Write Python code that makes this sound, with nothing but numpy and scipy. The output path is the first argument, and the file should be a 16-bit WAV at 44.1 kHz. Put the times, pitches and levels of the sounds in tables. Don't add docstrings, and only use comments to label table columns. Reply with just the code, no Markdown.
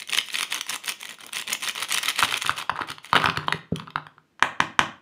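import sys
import numpy as np
from scipy import signal
from scipy.fft import rfft, irfft, next_fast_len
from scipy.io import wavfile

SR = 44100
rng = np.random.default_rng(int(sys.argv[2]) if len(sys.argv) > 2 else 0)


def digitize_waveform(pressure):
    field = np.atleast_2d(pressure).T
    bounded = np.clip(field, -1, 1)
    quanta = np.round(bounded * 32767).astype(np.int16)
    wavfile.write(sys.argv[1], SR, quanta)


N = 221330


def from_db(db):
    return 10 ** (np.asarray(db) / 20)


def unit_rms(x):
    return x / np.sqrt(np.mean(x ** 2) + 1e-20)


def at_hz(points, hz):
    points_hz, values = np.transpose(points)
    return np.interp(np.log(hz + 1), np.log(points_hz), values)


def butter(x, order, edge_hz, kind):
    return signal.sosfilt(signal.butter(order, edge_hz, kind, fs=SR, output="sos"), x)


def strike(times_s, peak_db, modes, contact_s, pitch_spread, spread_db, samples,
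           phase_spread_cycles=0, pitch_scale=1, at_peak=True):
    hz, mode_db, t60_s = np.transpose(modes)[:, None, :, None]
    jitter = rng.standard_normal((len(times_s), 3 * len(modes)))[:, :, None]
    t = np.arange(samples) / SR
    hz = hz * np.reshape(pitch_scale, (-1, 1, 1)) * np.exp(pitch_spread * jitter[:, 0::3])
    phase = 2 * np.pi * (hz * t + phase_spread_cycles * jitter[:, 2::3])
    rings = from_db(mode_db + spread_db * jitter[:, 1::3] - 60 * t / t60_s) * np.sin(phase)
    blows = rings.sum(axis=1) * (1 - np.exp(-(t / contact_s) ** 2))
    blows *= (from_db(peak_db) / np.abs(blows).max(axis=1))[:, None]
    start = (np.asarray(times_s) * SR).astype(int) - at_peak * np.abs(blows).argmax(axis=1)
    out = np.zeros(N + samples)
    np.add.at(out, np.maximum(start, 0)[:, None] + np.arange(samples), blows)
    return out[:N]


# (frequency [Hz], relative density [dB])
ROOM_TONE = [(18, -48), (30, -24), (59, -15.5), (199, -12), (336, -12.5), (384, -14), (584, -22.5),
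             (2170, -26), (16000, -47.5)]


def room_tone(rms_db=-67.5):
    shape = from_db(at_hz(ROOM_TONE, np.arange(N // 2 + 1) * SR / N))
    return from_db(rms_db) * unit_rms(irfft(rfft(rng.standard_normal(N)) * shape, N))


# (frequency [Hz], t60 [s])
ROOM_DECAY = [(100, 0.41), (260, 0.47), (700, 0.3), (1840, 0.34), (4850, 0.28), (12800, 0.2)]
# (frequency [Hz], gain [dB])
ROOM_COLOUR = [(100, -12), (400, -7), (1200, -17.5), (3000, -15.5), (6000, -14.5), (10000, -17),
               (15000, -14)]


def room(x, first_echo_s=0.00051):
    t = np.arange(SR // 2) / SR
    echoes = np.zeros(len(t))
    for low_hz in 60 * 2. ** np.arange(8):
        band = butter(rng.standard_normal(len(t)), 2, [low_hz, 2 * low_hz], "band")
        echoes += band * from_db(-60 * t / at_hz(ROOM_DECAY, low_hz * np.sqrt(2)))
    echoes *= np.clip(t / first_echo_s - 1, 0, 1) / np.sqrt(np.sum(echoes ** 2))
    size = next_fast_len(N + len(t))
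    colour = from_db(at_hz(ROOM_COLOUR, np.arange(size // 2 + 1) * SR / size))
    return irfft(rfft(x, size) * rfft(echoes, size) * colour, size)[:N]


# (multiple of thump pitch [1], level [dB], t60 [s])
THUMP_MODES = [(1, -4, 0.023), (1.4, -3, 0.0097), (2.401, -2, 0.015)]
# (frequency [Hz], level [dB], t60 [s])
DESK_MODES = [(111, -1.5, 0.073), (152.9, 2, 0.23), (263, -2.5, 0.13), (384.8, -2.5, 0.15)]
# (time [s], thump peak [dB], thump pitch [Hz], ring re thump [dB])
THUDS = [(2.232, -25, 124, -10.5), (2.325, -46, 144, -18), (2.448, -32, 156, -6), (2.498, -28, 108, -12),
         (2.561, -54, 137, 7), (2.701, -35.5, 162, -12), (2.721, -31, 83.4, -9), (2.811, -25.5, 130, -15),
         (2.898, -35, 150.6, -4), (3.131, -24, 146, -18), (3.154, -16, 210, -5.5), (3.2, -22, 246, -7),
         (3.243, -21, 131, -5.5), (3.288, -20, 150, -10), (3.376, -21.5, 148, -6), (3.437, -40.5, 137, 5),
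         (3.484, -22.5, 258, -8.5), (3.53, -23.5, 398, -8.5), (3.547, -23.5, 158, -18),
         (3.726, -12, 169, -11.5), (3.869, -50, 114, 9), (3.955, -35, 148, 5), (4.069, -44.5, 156.6, -22),
         (4.17, -53, 163, -1), (4.425, -22, 255, -11), (4.602, -20, 414, -9.5), (4.793, -23.5, 427, -2.5)]


def desk_thuds():
    times_s, peak_db, pitch_hz, ring_db = np.transpose(THUDS)
    thump = strike(times_s, peak_db, THUMP_MODES, contact_s=0.002,
                   pitch_spread=0.01, spread_db=3, samples=3000, pitch_scale=pitch_hz)
    ring = strike(times_s, peak_db + ring_db, DESK_MODES, contact_s=0.0042,
                  pitch_spread=0.016, spread_db=2.5, samples=9000, at_peak=False)
    return -(thump + ring)


# (start [s], end [s], rattle [dB], pad re barrel [dB], skin rub [dB])
STROKES = [(0.0, 0.024, -37.5, -13.5, -55), (0.105, 0.188, -30.5, -14.5, -45.5),
           (0.258, 0.336, -44.5, -15, -62), (0.336, 0.362, -30, -13, -47.5), (0.39, 0.428, -25.5, -13, -46),
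           (0.496, 0.511, -37, -15, -51), (0.522, 0.58, -30.5, -9.5, -47.5),
           (0.695, 0.745, -28.5, -12, -47), (0.838, 0.856, -38.5, -11.5, -55),
           (0.875, 0.909, -27, -13, -46.5), (1.007, 1.133, -39, -12.5, -54), (1.208, 1.271, -40, -7, -51.5),
           (1.339, 1.401, -29.5, -13, -47), (1.484, 1.54, -29, -14, -43), (1.622, 1.692, -28.5, -14.5, -46),
           (1.749, 1.762, -45, -13, -50.5), (1.775, 1.833, -27, -8.5, -45),
           (1.908, 1.974, -24.5, -13, -42.5), (2.034, 2.098, -25, -8.5, -45.5),
           (2.157, 2.178, -36, -11.5, -58), (2.188, 2.246, -21.5, -12, -40),
           (2.285, 2.361, -27.5, -8, -42.5), (2.43, 2.425, -26, -10.5, -56), (2.458, 2.504, -30, -8.5, -53),
           (2.569, 2.608, -31, -5, -46.5), (2.76, 2.83, -40, 6, -51), (2.887, 2.909, -34, -2.5, -48),
           (3.048, 3.108, -40.5, -9.5, -62), (3.141, 3.303, -34.5, 6.5, -44.5),
           (3.341, 3.437, -47.5, 12.5, -70), (3.46, 3.56, -46.5, 0.5, -70), (3.735, 3.82, -51, 6.5, -77),
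           (3.858, 3.913, -65, 5, -72)]


def palm_rub():
    rub = unit_rms(butter(rng.standard_normal(N), 2, [130, 800], "band"))
    t = np.arange(0, N / SR, 0.002)
    rub_db = np.transpose(STROKES)[4]
    level_db = stroke_db(t, rub_db, swell_db=5, rise_db_per_s=501.5, fall_db_per_s=502.5).max(axis=0)
    return from_db(np.interp(np.arange(N) / SR, t, level_db)) * rub


def stroke_db(t, end_db, swell_db, rise_db_per_s, fall_db_per_s):
    start_s, end_s = np.transpose(STROKES)[:2, :, None]
    ramp_db = swell_db * np.clip((t - end_s) / (end_s - start_s), -1, 0)
    onset_db = rise_db_per_s * np.maximum(start_s - t, 0)
    release_db = fall_db_per_s * np.maximum(t - end_s, 0)
    return end_db[:, None] + ramp_db - onset_db - release_db


def pen_rattle(touches=2400, spill_s=0.02):
    start_s, end_s, rattle_db, pad_db, _ = np.transpose(STROKES)
    spans_s = end_s - start_s + 2 * spill_s
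    edges_s = np.cumsum(spans_s)
    place_s = rng.uniform(0, spans_s.sum(), touches)
    stroke = np.searchsorted(edges_s, place_s)
    times_s = np.maximum(end_s[stroke] + spill_s - (edges_s[stroke] - place_s), 0)
    levels_db = stroke_db(times_s, rattle_db, swell_db=2.5, rise_db_per_s=604.5, fall_db_per_s=412)
    cap_db = -10 - 0.45 * (pad_db[stroke] - pad_db.mean()) + 7 * rng.standard_normal(touches)
    force_db = 6.25 * np.minimum(rng.exponential(1, touches), 2.4) - 7.5
    barrel_db = levels_db[stroke, np.arange(touches)] + force_db
    return knock(times_s, barrel_db, pad_db[stroke], cap_db)


def contact_tick(times_s, level_db, t60_s=0.0022, samples=120):
    offsets = np.arange(samples)
    envelopes = from_db(level_db[:, None] - 60 * offsets / SR / t60_s)
    puffs = rng.standard_normal(envelopes.shape) * envelopes
    out = np.zeros(N + samples)
    np.add.at(out, (times_s * SR).astype(int)[:, None] + offsets, puffs)
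    return butter(out[:N], 2, 4500, "high")


# (frequency [Hz], level [dB], t60 [s])
BARREL_MODES = [(1989, -0.5, .009), (2282, -1, .007), (2624, -4, 0.012), (3080, 3, .007),
                (3611, -1, 0.0087), (4272, -3.5, 0.0068), (4650, -3, .005)]
PAD_MODES = [(485, -16, .006), (800, -16, 0.005), (1042.7, -1, .009), (1230, 2, 0.01), (1452.6, -1, .009),
             (1662, -9, 0.008)]
CAP_MODES = [(5366, 7, 0.0025), (6352, -1, 0.0042), (7170, -14, 0.0069), (7910, -3.5, 0.0029),
             (8265, 3, 0.0022), (9254, -5.5, 0.0066), (10330, 0.5, 0.0032), (11300, -13, .002),
             (11310, -9, 0.0031), (13520, -8.5, 0.0014), (14700, -6.5, 0.0021), (13730, -11.5, 0.0024)]


def knock(times_s, barrel_db, pad_db, cap_db):
    spread = dict(pitch_spread=0.045, spread_db=3.2)
    barrel = strike(times_s, barrel_db, BARREL_MODES, contact_s=0.0011,
                    samples=380, phase_spread_cycles=1, **spread)
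    pad = strike(times_s, barrel_db + pad_db, PAD_MODES, contact_s=0.0008,
                 samples=380, phase_spread_cycles=0.96, **spread)
    cap = strike(times_s, barrel_db + cap_db, CAP_MODES, contact_s=0.0012,
                 samples=220, phase_spread_cycles=1, **spread)
    tick = contact_tick(times_s, barrel_db + cap_db - 1.5)
    return butter(barrel + pad + cap + tick, 2, 430, "high")


# (time [s], barrel level [dB], pad re barrel [dB], cap re barrel [dB])
KNOCKS = [(0.0217, -21, -21, -14), (0.075, -34, -17, 2), (0.089, -28, -12, -16), (0.0966, -19, -18, -11),
          (0.1268, -15, -19, -10), (0.1339, -8, -17, -11), (0.1498, -11, -17, -10), (0.1756, -11, -12, -5),
          (0.1866, -6, -23, -13), (0.212, -20, -14, -15), (0.2861, -25, -9, -5), (0.3036, -22, -19, -16),
          (0.3434, -17, -18, -7), (0.3473, -18, -18, -13), (0.3554, -11, -18, -16), (0.3871, -14, -17, -4),
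          (0.3964, -19, -11, -5), (0.4095, -12, -10, -6), (0.4311, -17, -3, 0), (0.5213, -23, -11, 0),
          (0.5256, -11, -15, -8), (0.5324, -18, -16, -16), (0.5446, -21, -5, 3), (0.6114, -14, -13, -2),
          (0.6666, -29, -4, -4), (0.6963, -23, -9, 7), (0.7072, -22, -2, -2), (0.7295, -24, -16, -2),
          (0.7449, -22, -5, -12), (0.7611, -25, -1, 4), (0.8387, -30, -8, -6), (0.8451, -25, -11, -5),
          (0.8803, -15, -8, -8), (0.8889, -24, -12, 0), (0.8928, -27, 0, 12), (0.8994, -17, -14, -5),
          (1.0126, -34, -11, 8), (1.0305, -22, -12, -8), (1.055, -23, -14, -9), (1.0918, -25, -12, -9),
          (1.1089, -27, -15, -5), (1.1868, -38, 0, -6), (1.2078, -34, -4, -2), (1.2921, -32, -5, -7),
          (1.3273, -31, -9, -6), (1.3325, -23, -7, 1), (1.3697, -17, -13, -6), (1.4235, -22, -9, -16),
          (1.4773, -18, -17, -10), (1.4828, -23, -14, -6), (1.487, -23, -11, -11), (1.521, -21, -4, -10),
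          (1.5289, -13, -14, -3), (1.5507, -19, -8, -15), (1.6251, -24, -16, -4), (1.63, -18, -11, -9),
          (1.6385, -23, -5, -4), (1.6511, -23, -5, -2), (1.6759, -15, -8, -12), (1.6881, -22, -13, -1),
          (1.6964, -15, -11, -11), (1.752, -27, -10, -1), (1.7595, -20, -9, -11), (1.7802, -22, -8, -8),
          (1.8241, -16, -13, -11), (1.8867, -27, -9, 1), (1.8946, -28, -8, 0), (1.9089, -20, -5, -6),
          (1.9158, -17, -7, -7), (1.9489, -15, -7, -7), (1.9746, -13, -16, -15), (1.9841, -13, -9, -5),
          (2.0341, -20, -10, -6), (2.0394, -19, -15, -8), (2.0582, -18, -9, -1), (2.083, -14, -12, -11),
          (2.0961, -19, -8, 1), (2.1022, -15, -14, -7), (2.1606, -23, -22, -10), (2.1922, -13, -5, -4),
          (2.1969, -16, -9, -6), (2.2052, -14, -13, -6), (2.2267, -12, 8, -19), (2.233, -12, 1, -8),
          (2.237, -17, 8, -3), (2.3257, -22, 6, -13), (2.3424, -9, -14, -15), (2.3719, -21, -8, 0),
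          (2.3766, -17, -17, -5), (2.4161, -22, -12, -8), (2.4212, -15, -11, -5), (2.449, -30, 11, -13),
          (2.4603, -19, -5, -4), (2.4649, -14, -13, -10), (2.495, -14, 8, -14), (2.5073, -22, 4, -7),
          (2.5783, -22, -13, -15), (2.6, -28, 4, 0), (2.6266, -29, 6, -12), (2.6958, -21, 12, -30),
          (2.6998, -21, -10, -14), (2.7576, -38, 17, -17), (2.7911, -33, 17, -10), (2.8099, -29, 11, -26),
          (2.8192, -20, 2, -29), (2.8874, -28, -3, -11), (2.9034, -22, -1, -6), (2.9179, -23, -5, -9),
          (2.9839, -28, -6, -20), (3.0462, -28, -8, -9), (3.1309, -12, 9, -17), (3.1452, -20, 6, -21),
          (3.1546, -9, 4, -17), (3.1605, -16, 6, -17), (3.1646, -7, 3, -19), (3.1684, -11, 1, -19),
          (3.1772, -13, 1, -20), (3.2003, -17, 2, -20), (3.2202, -17, -3, -19), (3.2332, -34, 18, -11),
          (3.2421, -16, 7, -9), (3.2593, -8, -1, -22), (3.2723, -21, 8, -20), (3.2888, -23, 10, -22),
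          (3.2988, -14, -3, -20), (3.3609, -23, -1, -28), (3.3734, -14, -3, -16), (3.4832, -15, 6, -29),
          (3.5249, -7, -5, -19), (3.7612, -24, -15, -5), (3.7985, -26, 0, -20), (3.8739, -35, 3, -29),
          (3.8807, -51, 23, -14), (3.9049, -34, -7, -18), (3.9589, -19, 10, -20), (3.9801, -37, 15, -26),
          (4.0681, -36, 8, -16), (4.1814, -49, 13, -29)]


def pen_knocks(gain_db=1):
    return from_db(gain_db) * knock(*np.transpose(KNOCKS))


# (frequency [Hz], gain [dB])
CRACK_COLOUR = [(1500, -18), (3800, -29), (4800, -16.5), (6300, -10.5), (9000, -15.5), (12000, -25),
                (15500, -34)]


def tip_crack(times_s, level_db):
    clicks = np.zeros(N)
    clicks[(times_s * SR).astype(int)] = from_db(level_db)
    colour = from_db(at_hz(CRACK_COLOUR, np.arange(N // 2 + 1) * SR / N))
    return irfft(rfft(clicks) * colour, N)


# (frequency [Hz], level [dB], t60 [s])
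RAP_MODES = [(358, -3.5, 0.009), (1116, -0.5, 0.022), (1265, 4.5, 0.011), (1560, 12.5, 0.0061),
             (1820, 5, 0.0067), (2343, 0.5, 0.012), (2997, 5.5, 0.0073), (3510, -11.5, 0.013),
             (6060, -1.5, 0.0042), (6950, -44, .003), (10130, -25, 0.011), (11470, -39, 0.0018),
             (14500, -33, .003)]
# (time [s], peak [dB])
RAPS = [(4.396, -28), (4.4257, 5), (4.6036, 1.5), (4.7925, 5.5)]


def pen_raps():
    times_s, peak_db = np.transpose(RAPS)
    ring = -strike(times_s, peak_db, RAP_MODES, contact_s=0.000236,
                   pitch_spread=0.015, spread_db=1, samples=1500)
    return ring, tip_crack(times_s, peak_db)


def scene():
    raps, crack = pen_raps()
    pens = pen_knocks() + pen_rattle()
    desk_and_palms = desk_thuds() + palm_rub()
    rap_body = butter(raps, 4, 4470, "low")
    echoes = room(from_db(4) * pens + from_db(-3.5) * desk_and_palms
                  + from_db(5.5) * rap_body + from_db(16.5) * crack)
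    return (pens + raps + desk_and_palms + echoes + room_tone())[None]


def record(dry, low_hz=68, cutoff_hz=15550):
    sound = butter(dry, 4, low_hz, "high")
    rounded = sound / (1 + sound ** 4) ** (1 / 4)
    top_cut = signal.ellip(10, 0.5, 80, cutoff_hz, fs=SR, output="sos")
    return 1.05 * signal.sosfilt(top_cut, rounded)


dry = scene()
out = record(dry)
digitize_waveform(out)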